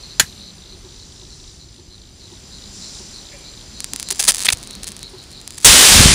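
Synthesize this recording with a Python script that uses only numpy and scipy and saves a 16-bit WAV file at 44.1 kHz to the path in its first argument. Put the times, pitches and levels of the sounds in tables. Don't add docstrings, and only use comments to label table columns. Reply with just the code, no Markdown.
import sys
import numpy as np
from scipy import signal
from scipy.fft import rfft, irfft
from scipy.io import wavfile

SR = 44100
rng = np.random.default_rng(int(sys.argv[2]) if len(sys.argv) > 2 else 0)


def generate_wav(sig):
    pcm = np.round(np.clip(np.atleast_2d(sig).T, -1, 1) * 32767).astype(np.int16)
    wavfile.write(sys.argv[1], SR, pcm)


N = 270774
T = np.arange(N) / SR
GAS_OFF_S, FIRE_S = 4.49, 5.6455

# (frequency [Hz], density [dB])
RUMBLE_SPECTRUM = [(16, -37), (28, 4), (54, 4), (141, -3.5), (198, -10), (232, -12.5), (400, -10),
                   (520, -49), (880, -120)]
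RUSTLE_SPECTRUM = [(120, 9.5), (250, 10), (420, 5), (700, 1.5), (1500, -2.5), (2700, -1.5), (4500, 5),
                   (5500, 1), (6500, -2.5), (8500, -7.5), (9800, -8), (11000, -17), (15500, -20)]
# (time [s], gain [dB])
BACKGROUND_SWELL = [(0, 2), (.6, -1.5), (1.5, -4), (1.7, -6), (2.15, -5), (2.24, -3), (2.85, 2.5),
                    (3.65, 1), (4.45, 5.5), (5.1, 1.5), (5.6, 0)]
# (time [s], level [dB])
CHORUS_LEVEL = [(0, -48.5), (.8, -55), (2.1, -54.5), (2.7, -45), (3.8, -47), (4.35, -37), (4.65, -74),
                (5.6, -45)]
# (centre [Hz], width [Hz], gain [dB])
CHORUS_BANDS = [(4905, 290, -2.5), (7290, 570, -1), (9550, 260, -16), (11800, 150, -26)]
# (centre [s], level [dB])
KATYDID_EXTRA_CALLS = [(.05, -42.5), (.282, -43.5), (.48, -44), (4.85, -48), (5.2, -45)]
# (time [s], gain [dB], contact cutoff [Hz])
LIGHTER_SNAPS = [(.197, 6.5, 14000), (0.1989, -4, 6000), (.2112, -38, 3000)]
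# (frequency [Hz], gain [dB], t60 [s])
LIGHTER_MODES = [(930, -15.5, 0.034), (1584, -9, 0.057), (1760, -9, 0.049), (2990, -4, 0.033),
                 (3320, -6.5, 0.03), (4190, 3, 0.015), (4550, -0.5, 0.021), (6800, -2, 0.031),
                 (6880, -2, 0.039), (7160, 3.5, 0.029), (10600, -11, 0.058)]
# (time [s], level [dB])
GAS_LEVEL = [(.25, -49), (.57, -67), (.95, -49), (1.5, -46.5), (1.7, -57), (2.15, -68), (2.2, -52),
             (2.71, -50), (2.75, -39.5), (2.97, -39), (3.38, -53), (4.4, -44)]
# (frequency [Hz], density [dB])
GAS_SPECTRUM = [(1000, -21), (3000, -19.5), (4550, -4), (5550, 2.5), (6450, -4.5), (7200, -0.5),
                (8300, -11.5), (9400, -10.5), (10600, -42), (15500, -34)]
# (time [s], peak [dB],
# frequency [Hz])
LOW_THUMPS = [(.21, -22, 170), (.236, -28, 99), (4.539, -23.5, 72), (5.701, -17, 74), (5.999, -0.5, 92),
              (6.008, -0.5, 130), (6.0595, 2, 128)]
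# (centre [s], length [s], level [dB])
DRONE_SWELLS = [(.5, 0.42, -47.5), (2.76, 0.68, -48.5), (3.94, 0.69, -50.5), (4.824, 0.31, -45.5)]
# (time [s], pitch [Hz], level [dB])
FROG_PLUNKS = [(.73, 376, -43.5), (.84, 384, -37.5), (1.215, 370, -42.5), (1.78, 369, -44),
               (2.315, 364, -41), (2.995, 387, -38.5), (3.33, 590, -40.5), (3.92, 281, -35),
               (4.099, 409, -34.5), (5.13, 391, -35.5)]
# (time [s], gain [dB])
FUSE_SPITS = [(3.8044, -4.5), (3.8439, -2), (3.9352, -1), (3.9614, -4), (3.9987, -4), (4.0286, -4.5),
              (4.0878, -6.5), (4.1051, 1), (4.2135, -2), (4.2274, 2), (4.2419, 4.5), (4.3203, 1),
              (4.3465, 1), (4.3686, -6), (4.4049, -2), (4.4255, -3), (4.5024, 6), (4.6295, -14),
              (4.8342, -10), (4.8883, -11.5), (4.9192, -13), (4.9662, -14), (4.9925, -17), (5.03, -11.5),
              (5.477, -8), (5.5067, -13), (5.5813, -12.5), (5.603, -17)]
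# (time [s], vigour [dB])
FUSE_VIGOUR = [(3.98, -12), (4.16, -8), (4.22, 0.5), (4.36, -3), (4.52, 0), (4.57, -7.5), (4.75, -16.5),
               (4.86, -7.5), (5.08, -17), (5.44, -17.5), (5.62, -7.5)]
# (centre [s], length [s], gain [dB])
FUSE_FLARES = [(4.111, 0.0049, -11.5), (4.124, 0.0086, -17.5), (4.201, 0.014, -10.5), (4.288, 0.018, -1),
               (4.302, 0.019, -10.5), (4.457, 0.016, -12.5), (4.529, 0.0099, -9), (5.582, .0074, -27.5),
               (5.638, 0.027, -29.5)]
# (time [s], level [dB], centre [Hz])
FUSE_POPS = [(4.467, -10.5, 3220), (4.4853, -7, 3370), (4.4877, 3.5, 3080), (4.504, -13.5, 2540)]
# (frequency [Hz], density [dB])
ROAR_SPECTRUM = [(60, -26), (150, -15), (260, -6), (430, -5.5), (700, -7), (1400, -4), (2200, -2),
                 (3300, 0.5), (6000, -1), (9200, -1.5), (10400, -5.5), (11600, -12.5), (15500, -14)]
# (time [s], level [dB])
GUST_LEVEL = [(5.64, -13), (5.7, -22.5), (5.76, -23.5), (5.87, -34), (5.92, -17.5), (6.01, -14),
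              (6.14, -15)]
# (frequency [Hz], density [dB])
GUST_SPECTRUM = [(20, -16), (38, 3.5), (70, 0), (150, -3.5), (250, -10), (500, -27), (1500, -60)]


def from_db(db):
    return 10 ** (np.asarray(db) / 20)


def unit_rms(x):
    return x / np.sqrt(np.mean(x ** 2) + 1e-20)


def level(rows):
    return from_db(np.interp(T, *np.transpose(rows)))


def butter(x, hz, kind, order=2):
    return signal.sosfilt(signal.butter(order, hz, kind, fs=SR, output="sos"), x + 1e-18)


def noise(spectrum):
    hz, db = np.transpose(spectrum)
    bins_hz = np.maximum(np.arange(N // 2 + 1) * SR / N, 1)
    gain = from_db(np.interp(np.log(bins_hz), np.log(hz), db, left=-90, right=-90))
    return unit_rms(irfft(rfft(rng.standard_normal(N)) * gain, N))


def band(hz, width_hz):
    edges_hz = [hz - width_hz / 2, hz + width_hz / 2]
    return unit_rms(butter(rng.standard_normal(N), edges_hz, "band", order=3))


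def wander(hz):
    return unit_rms(butter(rng.standard_normal(N), hz, "low"))


def ring(x, hz, t60_s):
    r, w = from_db(-60 / (t60_s * SR)), 2 * np.pi * hz / SR
    return signal.lfilter([0, np.sin(w)], [1, -2 * r * np.cos(w), r * r], x + 1e-18)


def click(s):
    return 1. * (np.arange(N) == round(s * SR))


def decay(s, t60_s):
    return (T >= s) * np.exp(-np.log(1000) * np.clip((T - s) / t60_s, 0, 10))


def swell(s, length_s):
    return np.exp(-np.minimum((2 * (T - s) / length_s) ** 2, 20))


def flat_top(s, length_s):
    return 1 / (1 + (2 * (T - s) / length_s) ** 8)


def wing_phase(rate_hz, jitter):
    return np.cumsum(rate_hz * (1 + jitter * wander(10))) / SR % 1


def call_times(first_s, period_s, slowing_s, count):
    k = np.arange(count)
    return first_s + period_s * k + slowing_s * k ** 2 / 2


def air(background):
    return from_db(-44.5) * noise(RUMBLE_SPECTRUM) + from_db(-45) * background * noise(RUSTLE_SPECTRUM)


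def chorus():
    bands = sum(from_db(db) * band(hz, width_hz) for hz, width_hz, db in CHORUS_BANDS)
    pulsing = .62 + .25 * np.sin(np.pi * wing_phase(48, jitter=.113)) ** 2
    return level(CHORUS_LEVEL) * bands * pulsing


def cricket(background, centre_hz=6040, sag_hz=240, end_s=4.4):
    stroke = wing_phase(54.6, jitter=.032)
    pitch_hz = centre_hz + sag_hz * (.5 - stroke) + 45 * wander(63)
    pulses = unit_rms(np.sin(2 * np.pi * np.cumsum(pitch_hz) / SR) * np.sin(np.pi * stroke) ** 4)
    blur = from_db(-9) * band(centre_hz, width_hz=160)
    return from_db(-52) * background ** .85 * (T < end_s) * unit_rms(pulses + blur)


def chirping_insect(background):
    times_s = call_times(first_s=.01, period_s=.188, slowing_s=.00127, count=28)
    chirps = sum(swell(s, length_s=.13) for s in times_s)
    return from_db(-58) * background * chirps * band(9200, width_hz=130)


def katydids(background, rasp_s=.049, lengthening=1.024):
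    teeth = .3 + np.sin(np.pi * wing_phase(125, jitter=.15)) ** 4
    rasp = unit_rms(teeth * band(4120, width_hz=520))
    times_s = call_times(first_s=.122, period_s=.2975, slowing_s=.00132, count=18)
    calls = from_db(-46) * sum(flat_top(s, rasp_s * lengthening ** k) for k, s in enumerate(times_s))
    linger = from_db(-52.5) * sum(swell(s, length_s=.08) for s in times_s)
    far = from_db(-56.5)
    answers = sum(from_db(db) * flat_top(s, rasp_s) for s, db in KATYDID_EXTRA_CALLS)
    return rasp * (background * (calls + linger + far) + answers)


def lighter():
    snap_s = LIGHTER_SNAPS[0][0]
    blows = sum(from_db(db) * butter(click(s), hz, "low", order=1) for s, db, hz in LIGHTER_SNAPS)
    barrel = sum((-1) ** k * from_db(db) * ring(blows, hz, t60_s)
                 for k, (hz, db, t60_s) in enumerate(LIGHTER_MODES))
    rattle = unit_rms(butter(butter(rng.standard_normal(N), 820, "high"), 9100, "low"))
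    rattle *= from_db(-3) * decay(snap_s, t60_s=.041) + from_db(-16) * decay(snap_s, t60_s=.13)
    hollow = from_db(-17) * band(1770, width_hz=440) * decay(snap_s, t60_s=.097)
    spring = from_db(-49.5) * band(10500, width_hz=5000) * decay(snap_s, t60_s=.75)
    gas = level(GAS_LEVEL) * noise(GAS_SPECTRUM) * (T > snap_s) * (T < GAS_OFF_S)
    return from_db(-9) * barrel + rattle + hollow + spring + gas


def buffeting():
    out = level(GUST_LEVEL) * noise(GUST_SPECTRUM) * (T > FIRE_S)
    for s, db, hz in LOW_THUMPS:
        phase = np.clip(2 * np.pi * hz * (T - s), -10, 10)
        out += from_db(db) * phase * np.exp((1 - phase ** 2) / 2)
    return out


def ticking_insect(background, lead_s=.038, gap_s=.018, first_run_s=.15, shrink=.9):
    out, age_s = np.zeros(N), np.arange(SR // 60) / SR
    start_hz, end_hz, fall_s, peak_s = 4500, 2850, .006, .0022
    grit = .85 + .45 * band(450, width_hz=700)
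    glide_hz = end_hz + (start_hz - end_hz) * np.exp(-age_s / fall_s)
    envelope = (age_s / peak_s * np.exp(1 - age_s / peak_s)) ** 2
    for k, start_s in enumerate(call_times(first_s=.322, period_s=.257, slowing_s=.0064, count=12)):
        run_s = start_s + lead_s + np.arange(0, first_run_s * shrink ** k, gap_s)
        for s, (late_ms, spread_db, detune) in zip([start_s, *run_s], rng.standard_normal((16, 3))):
            i = int((s + late_ms / 1000) * SR)
            tick = envelope * np.sin(2 * np.pi * np.cumsum(glide_hz * (1 + .025 * detune)) / SR)
            out[i:i + len(age_s)] += from_db(-35 + spread_db) * tick
    return background * grit * out


def drone():
    swells = sum(from_db(db) * swell(s, length_s) for s, length_s, db in DRONE_SWELLS)
    return swells * band(197, width_hz=41)


def frogs(peak_s=.015, sag_per_s=1.9):
    out, age_s = np.zeros(N), np.arange(SR // 8) / SR
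    croak = from_db(-15) * (band(900, width_hz=280) + band(340, width_hz=100))
    envelope = (age_s / peak_s * np.exp(1 - age_s / peak_s)) ** 2
    for s, hz, db in FROG_PLUNKS:
        span = int(s * SR) + np.arange(len(age_s))
        tone = np.sin(2 * np.pi * np.cumsum(hz * (1 - sag_per_s * age_s)) / SR)
        out[span] += from_db(db) * envelope * (tone + croak[span])
    return out


def bird():
    chuck = from_db(-46) * band(2150, width_hz=850) * flat_top(3.337, length_s=.042)
    linger = from_db(-54) * band(2340, width_hz=130) * decay(3.34, t60_s=1.1)
    return chuck + linger


def fuse(sparks_per_s=450, grains_per_s=7000):
    vigour = level(FUSE_VIGOUR)
    rate_per_s = sparks_per_s * vigour ** 1.35 * (T > FUSE_VIGOUR[0][0]) * (T < FIRE_S)
    spread_db = 5.35 * np.minimum(rng.exponential(1, N), 3)
    sizes = from_db(-17 + spread_db) * vigour ** .62 * rng.choice([-1, 1], N)
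    sparks = sizes * (rng.random(N) < rate_per_s / SR)
    spits = from_db(2.8) * sum(from_db(db) * click(s) for s, db in FUSE_SPITS)
    flares = sum(from_db(db) * flat_top(s, length_s) for s, length_s, db in FUSE_FLARES)
    grains = unit_rms(rng.standard_normal(N) * (rng.random(N) < grains_per_s / SR))
    bursts = sparks + spits + from_db(-4.5) * grains * flares
    sharp = butter(bursts, 4900, "high", order=1) + .016 * butter(bursts, 220, "high")
    top = .19 * butter(sharp, 10700, "high", order=4)
    direct = from_db(8.5) * (butter(sharp, 10290, "low", order=6) + top)
    gas = from_db(-26) * flares * band(666, width_hz=720)
    scatter = rng.standard_normal(SR // 20) * decay(0, t60_s=.013)[:SR // 20]
    reflected = from_db(-13) * signal.fftconvolve(direct, scatter / np.linalg.norm(scatter))[:N]
    pops = sum(from_db(db) * band(hz, width_hz=2950) * decay(s, t60_s=.015) for s, db, hz in FUSE_POPS)
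    return direct + gas + reflected + pops


def shot(attack_s=.0035, hold_s=.3, fall_db_per_s=19.5):
    jet = from_db(9) * band(7840, width_hz=3800) * decay(FIRE_S + .0016, t60_s=.096)
    bark = from_db(-5) * band(4700, width_hz=2500) * swell(5.676, length_s=.019)
    crack = from_db(1) * decay(FIRE_S, t60_s=.15)
    dullness = np.clip((T - 5.84) / .27, 0, 1)
    bright = np.sqrt(1 - dullness) * noise(ROAR_SPECTRUM)
    dull = np.sqrt(dullness) * butter(noise(ROAR_SPECTRUM), 10300, "low", order=3)
    clumps = from_db(.8 * wander(110))
    rolling = from_db(-5.5 - fall_db_per_s * np.maximum(T - FIRE_S - hold_s, 0))
    roar = (bright + dull) * clumps * (rolling + crack)
    return (jet + bark + roar) * np.clip((T - FIRE_S) / attack_s, 0, 1)


def scene():
    background = level(BACKGROUND_SWELL)
    pond = air(background) + katydids(background) + chirping_insect(background) + chorus()
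    pond += cricket(background) + ticking_insect(background) + frogs() + bird() + drone()
    mono = pond + lighter() + fuse() + shot() + buffeting()
    return np.array([mono, mono])


def record(dry, cutoff_hz=15600):
    lowpass = signal.ellip(10, .1, 80, cutoff_hz, fs=SR, output="sos")
    return signal.sosfilt(lowpass, np.clip(dry, -1, 1))


dry = scene()
out = record(dry)
generate_wav(out)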